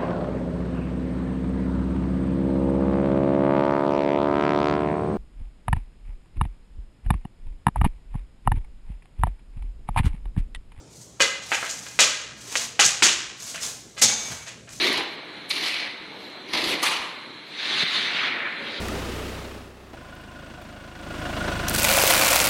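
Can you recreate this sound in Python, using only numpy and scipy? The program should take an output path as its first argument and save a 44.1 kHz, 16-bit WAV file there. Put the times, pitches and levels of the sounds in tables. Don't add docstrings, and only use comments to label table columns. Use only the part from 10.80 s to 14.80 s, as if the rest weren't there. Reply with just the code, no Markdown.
import sys
import numpy as np
from scipy import signal
from scipy.io import wavfile
from scipy.ndimage import uniform_filter1d, minimum_filter1d

SR = 44100
rng = np.random.default_rng(int(sys.argv[2]) if len(sys.argv) > 2 else 0)


def gain_from_db(level_db):
    decades = np.asarray(level_db, float) / 20
    return 10 ** decades


def to_wav(sig):
    pcm = np.clip(np.atleast_2d(sig), -1, 1) * 32767
    pcm = np.round(pcm).astype(np.int16)
    wavfile.write(sys.argv[1], SR, pcm.T)


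N = 176400
TAIL = 30000


def evened(x):
    return x / np.sqrt(np.mean(x ** 2) + 1e-20)


def read(points, hz):
    f, value = np.transpose(points)
    return np.interp(np.log(hz + 1), np.log(f + 1), value)


def add(mix, start_s, sound):
    part = mix[round(start_s * SR):][:len(sound)]
    part += sound[:len(part)]


def tilt(hz, bright_db):
    pivot_hz = 3300
    return bright_db * np.tanh(2 * np.log2((hz + 1) / pivot_hz))


def colour(points, bright_db):
    hz = np.fft.rfftfreq(2048, 1 / SR)
    log_gain = np.log(gain_from_db(np.maximum(read(points, hz) + tilt(hz, bright_db), -90)))
    mirrored = np.r_[log_gain, log_gain[-2:0:-1]]
    h = np.fft.ifft(np.exp(np.conj(signal.hilbert(mirrored)))).real[:1024]
    return h / np.linalg.norm(h)


def rings(modes, scatter_db):
    t = np.arange(TAIL) / SR
    total = np.zeros(TAIL)
    for mode_hz, mode_db, t60_s in modes:
        level_luck, pitch_luck = rng.random(2)
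        decay = gain_from_db(mode_db + scatter_db * (2 * level_luck - 1) - 60 * t / t60_s)
        sung_hz = mode_hz * (1 + 0.0056 * (pitch_luck - .5))
        total += decay * np.sin(2 * np.pi * sung_hz * t)
    return total


def house_air():
    # pitch_hz, level_db (per Hz)
    air_curve = [(15, -46), (25, -37), (123, 2), (451, -4.5), (531, -8), (1890, -21), (5000, -18.5),
                 (6560, -13.5), (16000, -27.5)]
    # pitch_hz, level_db
    hum_tones = [(120, -58)]
    air_db, patch_db, top_hz = -51, 2.5, 9000
    frames, hz, t = N // 512 + 5, np.fft.rfftfreq(2048, 1 / SR), np.arange(N) / SR
    a, b, patches = rng.standard_normal((frames, 1025, 3)).T
    patches = uniform_filter1d(uniform_filter1d(patches, size=10, axis=0), size=6, axis=1)
    gain = gain_from_db(read(air_curve, hz)[:, None] + patch_db * evened(patches))
    z = (a + 1j * b) * gain / (1 + (hz[:, None] / top_hz) ** 6)
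    hiss = signal.istft(z, nperseg=2048, noverlap=1536)[1][:N]
    hum = sum(gain_from_db(tone_db + 1) * np.sin(2 * np.pi * tone_hz * t) for tone_hz, tone_db in hum_tones)
    return gain_from_db(air_db) * evened(hiss) + hum


def fan_drone():
    drone_hz, width_hz, drone_db = 63, 9.8, -63
    slow = signal.lfilter(*signal.butter(2, width_hz, fs=SR), rng.standard_normal((2, N)))
    carrier = np.exp(2j * np.pi * drone_hz * np.arange(N) / SR)
    return gain_from_db(drone_db) * evened(((slow[0] + 1j * slow[1]) * carrier).real)


def garage():
    # pitch_hz, t60_s
    room_decay = [(200, 0.47), (1000, 1), (3000, 0.85), (6500, 0.74), (12000, 0.5)]
    build_s, early_db, early_t60_s = 0.0032, 7, 0.47
    wall_s, wall_db, wall_bright_db = .019, 7, 6
    wall_spread_s, wall_stop_s = .004, .002
    lumps_db = 1.5
    hz, times, z = signal.stft(rng.standard_normal((2, TAIL)), SR, nperseg=256)
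    z[0] *= gain_from_db(-60 * times / read(room_decay, hz)[:, None])
    z[1] *= gain_from_db(tilt(hz, wall_bright_db))[:, None]
    tail, burst = signal.istft(z, SR, nperseg=256)[1][:, :TAIL]

    t = np.arange(TAIL) / SR
    tail = tail * (1 - np.exp(-t / build_s)) * (1 + gain_from_db(early_db - 60 * t / early_t60_s))
    spread = np.where(t < wall_s, wall_spread_s, wall_stop_s)
    swell = np.exp(-.5 * ((t - wall_s) / spread) ** 2)
    h = tail + gain_from_db(wall_db) * burst * swell
    lumps = evened(uniform_filter1d(rng.standard_normal(TAIL), size=90))
    h = h * gain_from_db(lumps_db * lumps)
    return h / np.linalg.norm(h)


def footfall(level_db, pitch_hz):
    t60_s, rise_s, trim_db = 0.27, 0.0044, -9
    t = np.arange(TAIL // 2) / SR
    band = signal.butter(1, [pitch_hz * 0.55, pitch_hz * 0.86], "band", fs=SR)
    low = signal.lfilter(*band, rng.standard_normal(len(t)))
    return gain_from_db(level_db + trim_db - 60 * t / t60_s) * (1 - np.exp(-t / rise_s)) * evened(low)


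def scuff(rise_s, fall_s, level_db, bright_db):
    # pitch_hz, level_db (per Hz)
    grit_curve = [(180, -23), (300, -7), (337, -21), (447, -11), (1390, -10), (3080, -9.5), (5800, -6),
                  (6520, -3.5), (16000, -29)]
    t = np.arange(TAIL) / SR
    swell = np.sin(np.pi / 2 * t / rise_s) ** 2
    stroke = np.where(t < rise_s, swell, gain_from_db(-20 * (t - rise_s) / fall_s))
    grain_size = gain_from_db(2 * np.minimum(rng.exponential(1, TAIL), 4))
    grit = rng.standard_normal(TAIL) * grain_size * (rng.random(TAIL) < .5)
    judder = gain_from_db(2.47 * evened(uniform_filter1d(rng.standard_normal(TAIL), size=500)))
    rub = evened(grit) * stroke * judder
    return gain_from_db(level_db) * signal.fftconvolve(rub, colour(grit_curve, bright_db))


def post():
    # pitch_hz, level_db, t60_s
    post_modes = [(225, -38, .8), (2262, -25, .3), (2255, -33, 1.4), (2279, -36, 1.2), (3580, -40, 1.),
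                  (6200, -34, .9), (6255, -33, .9), (6345, -33, .9), (6520, -34, .8), (6680, -34, .8),
                  (6960, -35, .8)]
    held_s, flutter_db = .44, 2.5
    t = np.arange(TAIL) / SR
    flutter = uniform_filter1d(uniform_filter1d(rng.standard_normal(TAIL), size=500), size=500)
    damping_db = 400 * np.maximum(t - held_s, 0)
    return rings(post_modes, 0) * gain_from_db(flutter_db * evened(flutter) - damping_db)


def knock(level_db, bright_db, ring_db, direct_db, thud_hz=670):
    # pitch_hz, level_db (per Hz)
    click_curve = [(59, -70), (100, -39), (970, -18), (1610, -13), (2320, -9.5), (2470, -6.5), (3700, 3.5),
                   (6840, 11.5), (16000, -27.5)]
    # pitch_hz, level_db, t60_s
    shaft_modes = [(550, -11, .15), (830, -10, .08), (1314, -6, .1), (1640, -1, .1), (2060, -2, .12),
                   (2490, -2, .09), (2960, -3, .07), (3450, -8, .09), (4080, -8, .09), (4550, -8, .07)]
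    thud_db, thud_t60_s = -22, 0.033
    t = np.arange(TAIL) / SR
    ring = rings(shaft_modes, 3)
    ring = gain_from_db(ring_db) * ring / np.linalg.norm(ring)
    thud = np.sin(2 * np.pi * thud_hz * t) * gain_from_db(-60 * t / thud_t60_s)
    body = ring + gain_from_db(thud_db - bright_db / 2) * thud / np.linalg.norm(thud)
    near = 0.8 * body
    add(body, 0, colour(click_curve, bright_db))
    out = signal.fftconvolve(body, garage())

    click = gain_from_db(direct_db) * colour(click_curve, bright_db - 10)
    add(out, 0, near)
    add(out, 0, click)
    for delay_luck, sign_luck in rng.random((4, 2)):
        rebound = 0.5 * (1 - 0.3 * delay_luck) * np.sign(sign_luck - .5)
        add(out, 0.00099 + .008 * delay_luck, rebound * click)
    return gain_from_db(level_db) * signal.lfilter(*signal.butter(2, 200, "high", fs=SR), out)


def scene():
    # start_s, level_db, pitch_hz
    footfalls = [
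        (0.017, -50, 157),
        (0.06, -49, 115),
        (0.431, -38, 170),
        (1.198, -42, 172),
        (2.048, -28.5, 186),
        (2.217, -20.5, 316),
        (3.239, -26, 200),
        (3.498, -29, 135),
        (3.6, -40, 135),
        (3.898, -37, 68),
    ]
    # start_s, rise_s, fall_s, level_db, bright_db
    scuffs = [(.04, 0.18, 0.16, -49, 10), (.395, 0.0043, 0.06, -31.5, -5.5), (0.598, 0.14, 0.9, -38.5, 0),
              (0.999, 0.13, 0.17, -67, 9), (1.52, 0.33, 0.032, -34, 0), (2.548, 0.12, 0.45, -37.5, 3),
              (2.79, 0.056, 0.11, -29.5, 2), (3.168, 0.15, 0.11, -37, -6), (3.299, 0.22, 0.18, -36, -2.5),
              (3.55, 0.024, 0.071, -61, -3), (3.87, 0.063, 0.83, -46, 5.5)]
    # start_s, level_db, bright_db, ring_db, direct_db
    taps = [(0.619, -21, -9.5, -23, -21), (0.734, -11.5, -3, -14, -14), (0.746, -18, -6, -14, 4),
            (0.828, -17.5, -31, -1, -2), (0.851, -17.5, -15, -22, -11), (0.894, -10.5, 3, -15, -10),
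            (0.992, -30, 21, -20, 2), (1.066, -23, -6, -4.5, -4), (1.12, -32, -5.5, -16.5, -8),
            (2.744, -13.5, -16, -14, -20), (3.079, -56, 0, -1, -17), (3.167, -23, -16, -5, -38),
            (3.178, -14, -8.5, -6.5, -20), (3.664, -20.5, -12, -14, -19), (3.673, -19.5, -14, -11, -16),
            (3.874, -26, -21, -18, -19), (3.892, -34.5, 9, -16, 0.5)]
    # start_s, level_db, bright_db, ring_db, direct_db
    slaps = [
        (0.404, 1, -12, -3.5, -9),
        (0.718, -5, -20, -10, -8),
        (1.19, 8, -10.5, -9.5, -7),
        (1.755, -6, -9, -20, -4.5),
        (1.993, 5.5, -11, -10, -15),
        (2.046, 0.5, 5.5, -34, -9),
        (2.2233, 8, -10.5, -23, -10.5),
        (3.219, 5.5, -4, -15.5, -13.5),
    ]
    slap_thuds = [570, 922, 624, 638, 820, 490, 365, 832]
    tap_trim_db, slap_trim_db = 12, 14

    out = house_air() + fan_drone()
    for start_s, *rest in footfalls:
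        add(out, start_s, footfall(*rest))

    rubs = np.zeros(N)
    for start_s, *rest in scuffs:
        add(rubs, start_s, scuff(*rest))
    add(rubs, 3.22, post())

    for start_s, level_db, *rest in taps:
        add(out, start_s, knock(level_db + tap_trim_db, *rest))
    for (start_s, level_db, *rest), thud_hz in zip(slaps, slap_thuds):
        add(out, start_s, knock(level_db + slap_trim_db, *rest, thud_hz))
    add(out, 3.2125, scuff(rise_s=.01, fall_s=.045, level_db=-10, bright_db=4))

    echoed = signal.fftconvolve(rubs, garage())[:N]
    return (out + 0.97 * rubs + 0.67 * echoed)[None]


def low_pass(x):
    return signal.sosfilt(signal.butter(12, 16480, fs=SR, output="sos"), x)


def record(dry):
    limit_db, ratio_share, recover_db_per_s = -3, .85, 3000
    low_cut = signal.butter(4, 50, "high", fs=SR, output="sos")
    x = signal.sosfilt(low_cut, dry)

    peak = -minimum_filter1d(-abs(x[0]), size=161)
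    peak_db = 20 * np.log10(peak + 1e-9)
    fall_db = np.arange(N) * recover_db_per_s / SR
    held_peak_db = np.maximum.accumulate(peak_db + fall_db) - fall_db
    over_db = np.maximum(held_peak_db - limit_db, 0)
    held = x / gain_from_db(ratio_share * uniform_filter1d(over_db, size=121))

    top_hz = 15800
    edge = signal.firwin2(255, [0, top_hz - 150, top_hz + 150, SR / 2], [1, 1, .12, .12], fs=SR)
    return low_pass(signal.oaconvolve(held, edge[None], "same"))


dry = scene()
out = record(dry)
to_wav(out)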